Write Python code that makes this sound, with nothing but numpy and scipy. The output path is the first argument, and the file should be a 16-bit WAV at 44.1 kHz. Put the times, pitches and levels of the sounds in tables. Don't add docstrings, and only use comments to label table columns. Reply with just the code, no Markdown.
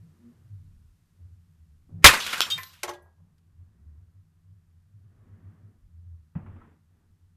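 import sys
import numpy as np
from scipy import signal
from scipy.fft import rfft, irfft
from scipy.io import wavfile
from scipy.ndimage import uniform_filter1d

SR = 44100
rng = np.random.default_rng(int(sys.argv[2]) if len(sys.argv) > 2 else 0)


def master_out(mix):
    frames = np.transpose(np.atleast_2d(mix))
    ceiling = np.clip(frames, -1, 1)
    pcm = np.round(ceiling * 32767).astype(np.int16)
    wavfile.write(sys.argv[1], SR, pcm)


def attenuation_scalar(level_db):
    decades = np.asarray(level_db, float) / 20
    return 10 ** decades


N = 324646
T = np.arange(N) / SR


def evened(x):
    return x / np.sqrt(np.mean(x ** 2) + 1e-20)


def coloured(x, points, lo_hz=20, hi_hz=20000):
    hz = np.fft.rfftfreq(N, 1 / SR) + 1
    f, db = np.transpose(points)
    gain = attenuation_scalar(np.interp(np.log(hz), np.log(f), db))
    edges = 1 / np.sqrt((1 + (lo_hz / hz) ** 4) * (1 + (hz / hi_hz) ** 4))
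    return evened(irfft(rfft(x) * gain * edges, N))


def resonate(x, hz, width):
    turn = np.exp(2j * np.pi * np.cumsum(hz * np.ones(N)) / SR)
    r = np.exp(-np.pi * width / SR)
    return 2 * (turn * signal.lfilter([1 - r], [1, -r], x / turn)).real


def strike(s, db, t60, rise):
    t = np.maximum(T - s, 0)
    fall = attenuation_scalar(db - 60 * np.minimum(t / t60, 3))
    return fall * (1 - np.exp(-t / rise)) * (t < 3 * t60)


def hump(start, length, db, peak=.6, pointed=2):
    u = np.clip((T - start) / length, 0, 1)
    bend = np.log(.5) / np.log(np.clip(peak, .1, .9))
    return attenuation_scalar(db) * np.sin(np.pi * u ** bend).clip(0) ** pointed


def humps(rows, bed_db, peak=.6):
    return np.sqrt(attenuation_scalar(bed_db) ** 2 + sum(hump(*row, peak) ** 2 for row in rows))


def hiss():
    # (frequency [Hz], level [dB per Hz])
    air_colour = [(15, -63), (25, -35.5), (47, -30), (77, 0), (98, -0.5), (115, -8.5), (131, -19.5),
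                  (223, -28), (525, -56), (1270, -48.5), (2340, -52), (13700, -55.5), (14800, -65.5)]
    # (time [s], level [dB])
    hiss_level = [(0, -76), (2.04, -80), (3.05, -82.5), (7.36, -82)]
    s, db = np.transpose(hiss_level)
    return attenuation_scalar(np.interp(T, s, db)) * coloured(rng.standard_normal(N), air_colour, lo_hz=597)


def wind():
    # (start [s], length [s], level [dB])
    gusts = [
        (.35, 0.7, -55),
        (1.6, .5, -58.5),
        (3.3, 0.92, -68),
        (4.95, .6, -64.5),
        (5.7, 0.25, -58),
        (6.3, 0.42, -56),
        (7.0, 0.19, -66.5),
    ]
    colour = [(8, -20), (20, -0.5), (50, -2.5), (120, -14), (300, -30.5), (900, -68)]  # (Hz, dB per Hz)
    return humps(gusts, -74.5, peak=0.55) * coloured(rng.standard_normal(N), colour)


def traffic():
    # (start [s], length [s], roar level [dB], swish relative to the roar [dB])
    passes = [(-.3, 1.06, -67.5, -11.5), (1.05, .34, -73, -17), (1.85, 0.47, -53.5, -20.5),
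              (3.2, 1.2, -75.5, -9), (4.85, 1.07, -63.5, -10.5), (5.557, 0.266, -66.5, -26),
              (6.3, 0.55, -57.5, -8.5), (6.8, 0.38, -74, -9)]
    # (frequency [Hz], level [dB per Hz])
    roar_colour = [(110, -34.5), (190, -4.5), (216, 2.5), (254, -6), (355, -10), (800, -26), (1040, -57.5),
                   (1760, -120)]
    # (frequency [Hz], level [dB per Hz])
    swish_colour = [(410, -31.5), (700, -2), (749, -3.5), (1130, -1), (1230, -2), (1900, -5), (2130, -11),
                    (3500, -22), (4550, -48.5), (7700, -120)]
    roar = humps([row[:3] for row in passes], -80, peak=0.52)
    swish_rows = [(s, length, db + swish_db) for s, length, db, swish_db in passes]
    swish = humps(swish_rows, -87.5, peak=0.53)
    low = roar * coloured(rng.standard_normal(N), roar_colour)
    return low + swish * coloured(rng.standard_normal(N), swish_colour)


def groan():
    # (start [s], length [s], level [dB], pitch [Hz])
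    metal = (.12, .23, -48, 237)
    turns = 2 * np.pi * metal[3] * T
    notes = np.sin(turns) + attenuation_scalar(-16) * np.sin(1.48 * turns) + attenuation_scalar(-25.5) * np.sin(2 * turns)
    return hump(*metal[:3], peak=0.68) * notes


def drone():
    # (start [s], length [s], level [dB], pitch [Hz])
    swells = [(-.1, .2, -47.5, 98), (.2, 0.59, -47, 99), (.55, .36, -53.5, 74.5), (.94, .1, -55, 97),
              (1.08, 0.38, -48, 86.5), (1.45, .42, -58, 74), (1.88, .2, -43, 98), (2.5, .17, -51, 100),
              (2.93, .14, -58, 77), (3.15, .12, -60, 92), (3.43, 0.31, -50, 87), (3.7, .42, -47.5, 76.5),
              (4.12, .12, -53.5, 95), (4.42, .2, -51, 96.5), (4.82, 0.36, -48.5, 98), (5.15, .1, -54, 106),
              (5.26, .12, -51, 94), (5.41, .13, -46.5, 97.5), (5.57, .17, -47.5, 97.5),
              (5.79, 0.523, -46.5, 85), (6.38, .25, -45.5, 92), (7.15, 0.14, -61, 88)]
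    # (start [s], length [s], level [dB])
    rumbles = [(-.3, 0.58, -57.5), (.4, 0.42, -59), (1.0, 0.92, -65), (1.84, .25, -46), (3.1, 0.28, -61.5),
               (5.0, .8, -63.5)]
    idle_hz, idle_db = 87, -63
    rows = swells + [(-10.5, 25, idle_db, idle_hz)]
    power = np.array([hump(s, length, db, .57, pointed=1.2) ** 2 for s, length, db, _ in rows])
    pitches = np.array(rows)[:, 3]
    hz = pitches @ power ** 2 / (power ** 2).sum(0)
    level = np.sqrt(power.sum(0))

    fuzz = evened(resonate(resonate(rng.standard_normal(N), hz, 12), hz, 31))
    steady = .65 * (1 - power[-1] / level ** 2)
    tone = np.sqrt(2) * np.sin(2 * np.pi * np.cumsum(hz) / SR)
    hum = steady * tone + np.sqrt(1 - steady ** 2) * fuzz

    rumble = evened(resonate(resonate(rng.standard_normal(N), 165, 22), 150, 21))
    rumble_level = np.hypot(humps(rumbles, -71.5), attenuation_scalar(-22) * level)
    return level * hum + rumble_level * rumble


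def door():
    # (time [s], level [dB], time to fall 60 dB [s], sharpness [dB])
    slams = [
        (1.892, -50, .6, -16),
        (6.352, -35, 0.21, 5),
        (6.39, -43.5, 0.57, 0),
        (6.46, -44, 0.25, 8),
        (6.559, -49, 0.086, 13),
        (6.614, -53, .2, 11),
    ]
    # (frequency [Hz], level [dB per Hz])
    door_colour = [(35, -33), (86, 1), (124, -7), (168, -2.5), (407, -24), (1000, -24), (2800, -39),
                   (4600, -72)]
    body = np.sqrt(sum(strike(s, db, t60, 0.002) ** 2 for s, db, t60, _ in slams))
    edge = np.sqrt(sum(strike(s, db + sharp_db - 20, .8 * t60, 0.0014) ** 2
                       for s, db, t60, sharp_db in slams))
    noise = rng.standard_normal(N)
    return body * coloured(noise, door_colour, hi_hz=500) + edge * coloured(noise, door_colour, lo_hz=700)


def plank():
    # (time [s], level [dB], time to fall 60 dB [s])
    rocks = [
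        (2.833, -44, .3),
        (2.878, -41, .3),
        (2.945, -53, .3),
        (3.02, -65, .3),
        (3.06, -65, .3),
        (3.18, -77, .8),
    ]
    # (frequency [Hz], level [dB per Hz])
    wood_colour = [(250, -25), (400, -3), (900, 0), (1200, -6), (1800, -22), (3000, -45)]
    grains = rng.standard_normal(N) * (rng.random(N) < .03)
    level = np.sqrt(sum(strike(s, db, t60, .002) ** 2 for s, db, t60 in rocks))
    return level * coloured(grains, wood_colour)


def pure_notes(rows):
    return sum(strike(s, db, t60, 0.0021) * np.sin(2 * np.pi * hz * (T - s)) for s, db, hz, t60 in rows)


def flakes():
    # (time [s], level [dB], pitch [Hz], time to fall 60 dB [s])
    flake_notes = [
        (2.193, -30, 6200, 0.06),
        (2.27, -46.5, 12400, 0.11),
        (2.535, -42, 9700, 0.039),
        (6.614, -45, 1300, 0.043),
        (6.65, -56.5, 990, .05),
    ]
    return pure_notes(flake_notes)


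def thumps():
    # (time [s], level [dB], pitch [Hz], time to fall 60 dB [s])
    blows = [
        (2.042, -1, 142, 0.062),
        (2.044, -6, 48, 0.07),
        (2.045, -8, 72, 0.091),
        (2.044, -7, 580, 0.079),
        (2.046, -16, 310, .07),
        (2.404, -36, 389, 0.048),
        (2.556, -42, 149, 0.13),
        (6.355, -20.5, 158.5, 0.075),
        (6.354, -29.5, 236, .07),
        (6.353, -45, 39.6, 0.093),
    ]
    return pure_notes(blows)


def ring(modes, rattle, split=0.015, flutter=.3):
    t = T[:SR // 2]
    contacts = rng.standard_normal(4000) * np.exp(-t[:4000] / rattle) * (rng.random(4000) < .03)
    contacts[0] = 1
    out = 0
    for hz, db, t60 in modes:
        decay_s = min(t60, .5)
        twin_hz = hz * (1 + split * rng.uniform(-1, 1))
        twin = .5 * np.sin(2 * np.pi * twin_hz * t) * attenuation_scalar(-40 * t / decay_s)
        tumble = 1 + flutter * evened(uniform_filter1d(rng.standard_normal(len(t)), size=500))
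        fall = attenuation_scalar(-60 * t / decay_s) * (1 - np.exp(-t / .002))
        tone = fall * (np.sin(2 * np.pi * hz * t) + twin) * tumble
        driven = signal.fftconvolve(tone, contacts)
        out = out + attenuation_scalar(db) * driven * np.linalg.norm(tone) / np.linalg.norm(driven)
    return out


def shards():
    # (time [s], level [dB], length of the rattle [s])
    clinks = [
        (2.4134, -15, 0.003),
        (2.501, -19, 0.012),
        (2.578, -33.5, 0.004),
        (2.832, -35, 0.005),
        (2.878, -34, 0.01),
        (3.021, -72, 0.0031),
    ]
    # (pitch [Hz], level [dB], time to fall 60 dB [s])
    shard_a = [(1050, -34, 0.4), (1270, -25, .2), (2580, -12, 0.12), (3368, 2, 0.05), (3150, -13, .14),
               (3760, -11, 0.1), (4500, -15, 0.1), (5380, -9, 0.08), (6010, -13, 0.087), (7250, -21, 0.15),
               (7600, -22, 0.1), (12195, -17, 0.04), (13580, -16, 0.074)]
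    shard_b = [(2721, -20.5, 0.25), (3165, -7, 0.16), (3686, -1, 0.13), (4750, 1.5, 0.027),
               (6000, -16, 0.081), (6660, -14.5, 0.077), (8000, -17.5, 0.084), (11020, -24, 0.043),
               (13750, -18, 0.073)]
    shard_c = [(1042, -8, 0.3), (1790, -5, 0.17), (2010, -4, 0.17), (2200, -8, .1), (2384, -7, 0.12),
               (3671, -11, 0.11), (12330, -9, .12), (12360, -11, 0.4)]
    stump = [(357.2, -6, 0.28), (458, -9, .15), (584, -5, 0.3), (708, -7, .15), (858, -3, 0.16),
             (1090, -3, 0.14), (1300, -9, .1), (1640, -15, .45), (1930, -16, 0.38), (2150, -4, .06),
             (3200, -9, .05), (3750, -13, .05), (6160, -10, 0.08), (7000, -10, 0.07)]
    shard_d = [(6160, -9, 0.11), (7983, -16, 0.18), (10030, 1, 0.12), (11900, -4.5, 0.16),
               (14020, -6, 0.18)]
    out = np.zeros(N + SR)
    for (s, db, rattle), modes in zip(clinks, (shard_a, shard_b, shard_c, stump, stump, shard_d)):
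        sound = attenuation_scalar(db) * ring(modes, rattle)
        at = round(s * SR)
        out[at:at + len(sound)] += sound
    return out[:N]


def walls(x, t60=0.15):
    t = T[:SR // 3]
    taps = rng.choice([-1, 1], len(t)) * (rng.random(len(t)) < .04) * (t > .004) * attenuation_scalar(-60 * t / t60)
    return signal.oaconvolve(x, taps / np.linalg.norm(taps))[:N]


def tinkle(per_s=2500, spread_db=3.8, cycles=14):
    out, t = np.zeros(N), T[:1500]
    for hz in np.geomspace(900, 14000, num=36):
        strength = attenuation_scalar(spread_db * np.minimum(rng.exponential(1, N), 4))
        hits = strength * (rng.random(N) < per_s / 36 / SR)
        note = np.sqrt(hz) * np.exp(-t * hz / cycles) * np.sin(2 * np.pi * hz * t)
        out += signal.oaconvolve(hits, note)[:N]
    return evened(out)


def rain(db, fade_db_per_s):
    start_s, end_s, hold_s = 2.022, 2.98, 0.36
    t = T - start_s
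    edges = np.clip(t / .06, 0, 1) * np.clip((end_s - T) / .034, 0, 1)
    return edges * attenuation_scalar(db + fade_db_per_s * np.maximum(t - hold_s, 0))


def splinters(per_s=5000, spread_db=0.5, width_hz=1400):
    # (time [s], coarse level [dB], fine relative to coarse [dB], time to fall 60 dB [s],
    # centre of the coarse grit [Hz])
    bursts = [(2.0429, 7, -9, 0.094, 1900), (2.059, -6.5, -1, 0.22, 3100), (2.085, -19.5, -18, .041, 2000),
              (2.13, -23, -10, .3, 1700), (2.202, -30, -6.5, .08, 3500), (2.264, -27, -14, 0.1, 2950),
              (2.328, -25, -11, .13, 2040), (2.379, -43, 5, 0.06, 1610), (2.406, -3, 0, 0.0053, 2500),
              (2.4135, -28, -5, 0.13, 3370), (2.465, -38, -8.5, 0.062, 1190), (2.501, -38, 3, 0.19, 3560),
              (2.577, -39, -8, .12, 1990), (2.632, -41, 1.5, 0.051, 4000), (2.73, -54.5, -4, 0.2, 2980),
              (2.8313, -33, 6, 0.12, 2100), (2.876, -42, -16, .2, 1200), (2.89, -40.5, -1, 0.12, 1000),
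              (2.935, -54, -2, .12, 3500), (3.381, -77, 8, .059, 2995)]
    # (frequency [Hz], level [dB per Hz])
    grit_colour = [(88, -42), (150, -10.5), (385, -14), (513, -10.5), (768, -12), (931, -10), (1450, -3.5),
                   (1590, -3.5), (1720, -6.5), (3640, -10.5), (6730, -15.5), (13700, -21.5), (14800, -32.5)]
    cracks = attenuation_scalar(spread_db * np.minimum(rng.exponential(1, N), 5)) * (rng.random(N) < per_s / SR)
    cracks = evened(cracks * rng.choice([-1, 1], N))
    cracks = cracks + 0.84 * rng.standard_normal(N) + 0.61 * tinkle()

    coarse = coloured(cracks, grit_colour, hi_hz=4550)
    fine = coloured(cracks, grit_colour, lo_hz=4760)
    starts, centres = np.array(bursts)[:, [0, -1]].T
    centre_hz = centres[np.maximum(np.searchsorted(starts, T) - 1, 0)]
    coarse = evened(.6 * coarse + evened(resonate(cracks, centre_hz, width_hz)))

    coarse_gain = rain(-35, fade_db_per_s=-75.5)
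    fine_gain = rain(-50, fade_db_per_s=-49.5)
    for s, coarse_db, fine_db, t60, _ in bursts:
        rise = .008 * t60 if t60 > .1 or coarse_db < -12 else .0003
        coarse_gain = np.hypot(coarse_gain, strike(s, coarse_db, t60, rise))
        fine_gain = np.hypot(fine_gain, strike(s, coarse_db + fine_db, 0.48 * t60, rise))
    return coarse * coarse_gain + fine * fine_gain


def scene():
    far = hiss() + wind() + traffic() + groan() + drone() + door()
    pieces = flakes() + thumps() + shards()
    return (far + plank() + pieces + attenuation_scalar(-8) * walls(pieces) + splinters())[None]


def top_cut(x):
    return signal.sosfilt(signal.butter(12, 15030, fs=SR, output="sos"), x)


def record(dry):
    band = signal.oaconvolve(dry, signal.firwin(255, 14450, fs=SR)[None], "same")
    return top_cut(np.clip(band, -.98, .98))


dry = scene()
out = record(dry)
master_out(out)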